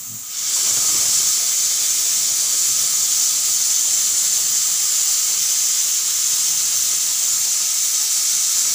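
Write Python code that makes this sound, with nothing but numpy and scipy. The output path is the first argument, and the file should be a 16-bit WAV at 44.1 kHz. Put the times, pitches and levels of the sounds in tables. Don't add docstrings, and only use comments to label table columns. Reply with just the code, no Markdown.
import sys
import numpy as np
from scipy import signal
from scipy.fft import rfft, irfft
from scipy.io import wavfile
from scipy.ndimage import uniform_filter1d

SR = 44100
rng = np.random.default_rng(int(sys.argv[2]) if len(sys.argv) > 2 else 0)


def store_pcm(level_fs):
    pcm = np.round(np.clip(level_fs, -1, 1) * 32767).astype(np.int16)
    wavfile.write(sys.argv[1], SR, np.atleast_2d(pcm).T)


N = 385434
TIME = np.arange(N) / SR
HZ = np.fft.rfftfreq(N, 1 / SR)


def gain_of(db):
    return 10 ** (np.asarray(db) / 20)


def unit_rms(x):
    return x / np.sqrt(np.mean(x ** 2) + 1e-20)


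def automation(points):
    return np.interp(TIME, *np.transpose(points))


def eq_curve(points):
    f, db = np.transpose(points)
    return np.interp(np.log(HZ + 1), np.log(f + 1), db)


def colour(x, db, unit_band_hz=(0, SR)):
    spectrum = rfft(x) * gain_of(db)
    in_band = (HZ >= unit_band_hz[0]) & (HZ <= unit_band_hz[1])
    return irfft(spectrum, N) / np.std(irfft(spectrum * in_band, N))


def add(mix, start_s, sound):
    part = mix[max(round(start_s * SR), 0):][:len(sound)]
    part += sound[:len(part)]


def eddies(patch_db, patch_hz, patch_s, flutter_db, flutter_s, streak_db=0, streak_s=.7):
    hop = 256
    smooth = lambda x, s: uniform_filter1d(x, max(round(s * SR / hop), 1), axis=0)
    real, imag, patches, streaks = rng.standard_normal((4, N // hop + 5, 2 * hop + 1))
    patch_bins = max(round(patch_hz * 4 * hop / SR), 1)
    patches = unit_rms(uniform_filter1d(smooth(patches, patch_s), patch_bins, axis=1))
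    streaks = unit_rms(smooth(streaks, streak_s))
    flutter = unit_rms(smooth(rng.standard_normal(len(real)), flutter_s))
    level_db = patch_db * patches + streak_db * streaks + flutter_db * flutter[:, None]
    frames = (real + 1j * imag) * gain_of(level_db)
    _, noise = signal.istft(frames.T, nperseg=4 * hop, noverlap=3 * hop)
    return unit_rms(noise[:N])


def valve_lift(start_s=.2, open_s=.57):
    return np.clip((TIME - start_s) / (open_s - start_s), 0, 1) ** 1.29


def gush(attack_s=.18, hold_s=.37, release_s=.39):
    # t/s, level/dB
    gushes = [(.54, 0.5), (8.38, -5.5)]
    swell = lambda age: np.clip(age / attack_s, 0, 1)
    fade = lambda age: np.exp(-np.maximum(age - attack_s - hold_s, 0) / release_s)
    return sum(gain_of(db) * swell(TIME - s) * fade(TIME - s) for s, db in gushes)


def metal_eq():
    # f/Hz, width/Hz, gain/dB
    rings = [(1249, 99, 5.7), (1738, 58, 3.1), (2068, 39, 4.6), (2197, 76, 4.1), (3100, 51, 4.5),
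             (3482, 44, 3.0), (4640, 60, 2.4), (5073, 30, 2.8), (5315, 18, 2.7), (5521, 54, 4.3),
             (5802, 21, 3.4), (6065, 19, 5.2), (6197, 49, 7.0), (6333, 37, 6.6), (6589, 91, -4.6),
             (6850, 34, 2.9), (6964, 51, 6.9), (7139, 158, 3.4), (7416, 29, 4.5), (7632, 30, 2.7),
             (9052, 51, 4.0)]
    return sum(db * np.exp(-np.log(16) * ((HZ - hz) / width) ** 2) for hz, width, db in rings)


def flame(boil_db=-48):
    # t/s, level/dB
    swells = [(.45, -60), (1.3, -56.5), (3.2, -53), (3.8, -62), (4.1, -52.5), (5.9, -62.5), (6.5, -54.5),
              (7.1, -57), (7.6, -60), (8.7, -58)]
    # f/Hz, level/dB
    tone = [(20, -21), (50, -17), (80, -5.5), (112, 1), (170, 0), (230, -5), (330, -6.5), (500, -33),
            (2000, -31)]
    gas = eddies(patch_db=2.5, patch_hz=130, patch_s=.11, flutter_db=1.5, flutter_s=.11)
    rumble = colour(gas, eq_curve(tone), unit_band_hz=(70, 220))
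    return np.hypot(gain_of(automation(swells)), gain_of(boil_db) * gush() ** 2) * rumble


def leak(level_db=-32):
    # f/Hz, level/dB
    tone = [(300, -24), (1000, -19), (2000, -20), (3200, -15.5), (5400, -10), (6300, -0.5), (7600, 1.5),
            (8600, -9), (11500, -11.5), (13900, -17)]
    hiss = colour(rng.standard_normal(N), eq_curve(tone) + metal_eq(), unit_band_hz=(5000, 9000))
    return gain_of(level_db) * (1 - valve_lift()) * hiss


def seat_fizz(shut_db=-37, open_db=-31.5):
    # f/Hz, level/dB
    tone = [(1000, -29), (5000, -20.5), (11000, -26), (13900, -17), (14600, 0.5), (15400, 2), (16000, -5)]
    steam = eddies(patch_db=1.3, patch_hz=1300, patch_s=.025,
                   flutter_db=.45, flutter_s=.09, streak_db=2.2)
    fizz = colour(steam, eq_curve(tone) + metal_eq(), unit_band_hz=(14200, 15500))
    return gain_of(shut_db + (open_db - shut_db) * valve_lift() ** 2) * fizz


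def hollow_tone(hz=1255, width_hz=75, shut_db=-58, open_db=-57.5, gush_db=-47.5):
    resonance_db = -20 * np.log10(1 + (2 * (HZ - hz) / width_hz) ** 2 / 2)
    breath = colour(rng.standard_normal(N), resonance_db)
    steady = gain_of(shut_db + (open_db - shut_db) * valve_lift())
    return np.hypot(steady, gain_of(gush_db) * gush() ** 2) * breath


def boom(peak_s=.13):
    # f/Hz, peak level/dB, length/s
    partials = [(113, -39.5, 0.17), (160, -46, .09), (209, -42, .13), (250, -49.5, 0.3), (350, -55, .07)]
    swell = lambda length: np.cos(np.pi * np.clip((TIME - peak_s) / length, -.5, .5)) ** 2
    return sum(gain_of(db) * swell(length) * np.sin(2 * np.pi * hz * TIME) for hz, db, length in partials)


def jet(trim_db=-.48, pivot_hz=6800):
    # t/s, level/dB
    flow = [(0.6, -18.3), (1.2, -17), (1.47, -19), (1.65, -18.5), (3.3, -18), (4.0, -18.5), (4.25, -17.5),
            (4.5, -18.5), (5.75, -18), (6.05, -19.5), (6.35, -18.3), (6.65, -19), (7.8, -19), (8.2, -18),
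            (8.7, -18.6)]
    # f/Hz, level/dB
    tone = [(110, -43), (500, -34), (1050, -27.5), (1350, -20), (1700, -22.5), (2750, -16.5), (3200, -13.5),
            (5200, -6), (6000, -1.04), (7750, 0), (8100, -6.5), (9400, -10.5), (11500, -15), (13900, -24)]
    steam = eddies(patch_db=.7, patch_hz=900, patch_s=.04,
                   flutter_db=.35, flutter_s=.05, streak_db=1.7, streak_s=1.6)
    hiss = colour(steam, eq_curve(tone) + metal_eq(), unit_band_hz=(5000, 9000))
    octaves = np.clip(np.log2((HZ + 1) / pivot_hz), -1.5, 1)
    tilt_layer = irfft(rfft(hiss) * octaves, N)
    flow_db, lift = automation(flow), valve_lift()
    brightness = gain_of(.59 * (flow_db - flow_db.mean()) - 8 * (1 - lift)) - 1
    return lift * gain_of(trim_db + flow_db) * (hiss + brightness * tilt_layer)


def spray(drops_per_s=200, gush_db=-46, mist_db=-49, drying_db_per_s=.45):
    # f/Hz, level/dB
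    tone = [(45, -18), (100, -3.5), (300, 0), (500, 1), (1000, 1.5), (2000, -2.5), (5000, -2), (12000, -1),
            (16000, -25)]
    drops = (rng.random(N) < drops_per_s / SR) * rng.choice([-1, 1], N)
    drops = drops * gain_of(4.5 * np.minimum(rng.exponential(1, N), 3))
    rush = eddies(patch_db=3.2, patch_hz=350, patch_s=.06, flutter_db=1.8, flutter_s=.06, streak_db=2.2)
    sputter = rush + gain_of(-3) * unit_rms(drops)
    water = colour(sputter, eq_curve(tone) + metal_eq(), unit_band_hz=(300, 1000))
    mist = valve_lift() * gain_of(mist_db - drying_db_per_s * TIME)
    return np.hypot(mist, gain_of(gush_db) * gush()) * water


def weight_clink():
    # t/s, peak level/dB
    knocks = [(.5645, -29), (.575, -34), (.585, -36)]
    # f/Hz, level/dB, t60/s
    modes = [(960, -1, .07), (1010, -3, .025), (1066, -4, .08)]
    out, t = np.zeros(N), TIME[:SR // 4]
    ring = sum(gain_of(db - 60 * t / t60) * np.sin(2 * np.pi * hz * t) for hz, db, t60 in modes)
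    for s, db in knocks:
        add(out, s, gain_of(db) * ring / abs(ring).max())
    return out


def spits(decay_s=.013, band_hz=(120, 1300)):
    # t/s, peak level/dB
    hits = [(.585, -33), (.668, -31), (.706, -38), (.770, -26.5), (.842, -32), (1.062, -35), (1.202, -32)]
    out, t = np.zeros(N), TIME[:SR // 10]
    bandpass = signal.butter(2, band_hz, "band", fs=SR, output="sos")
    for s, db in hits:
        pop = signal.sosfilt(bandpass, rng.standard_normal(len(t))) * np.exp(-t / decay_s)
        add(out, s, gain_of(db) * pop / abs(pop).max())
    return out


def kitchen(x, wet_db=-16, t60_s=.22, echoes_per_s=2000, predelay_s=.003):
    t = TIME[:SR // 3]
    echoes = rng.standard_normal(len(t)) * (rng.random(len(t)) < echoes_per_s / SR)
    echoes *= (t > predelay_s) * gain_of(-60 * t / t60_s)
    tail = signal.fftconvolve(x, echoes / np.linalg.norm(echoes))[:N]
    return (x + gain_of(wet_db) * tail) / np.hypot(1, gain_of(wet_db))


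def scene():
    cooker = leak() + jet() + seat_fizz() + hollow_tone() + spray() + spits() + weight_clink()
    mono = kitchen(cooker) + flame() + boom()
    return np.array([mono, mono])


def record(dry):
    high_cut = signal.firwin(1023, cutoff=15490, window=("kaiser", 9), fs=SR)
    return signal.oaconvolve(dry, high_cut[None], "same")


dry = scene()
out = record(dry)
store_pcm(out)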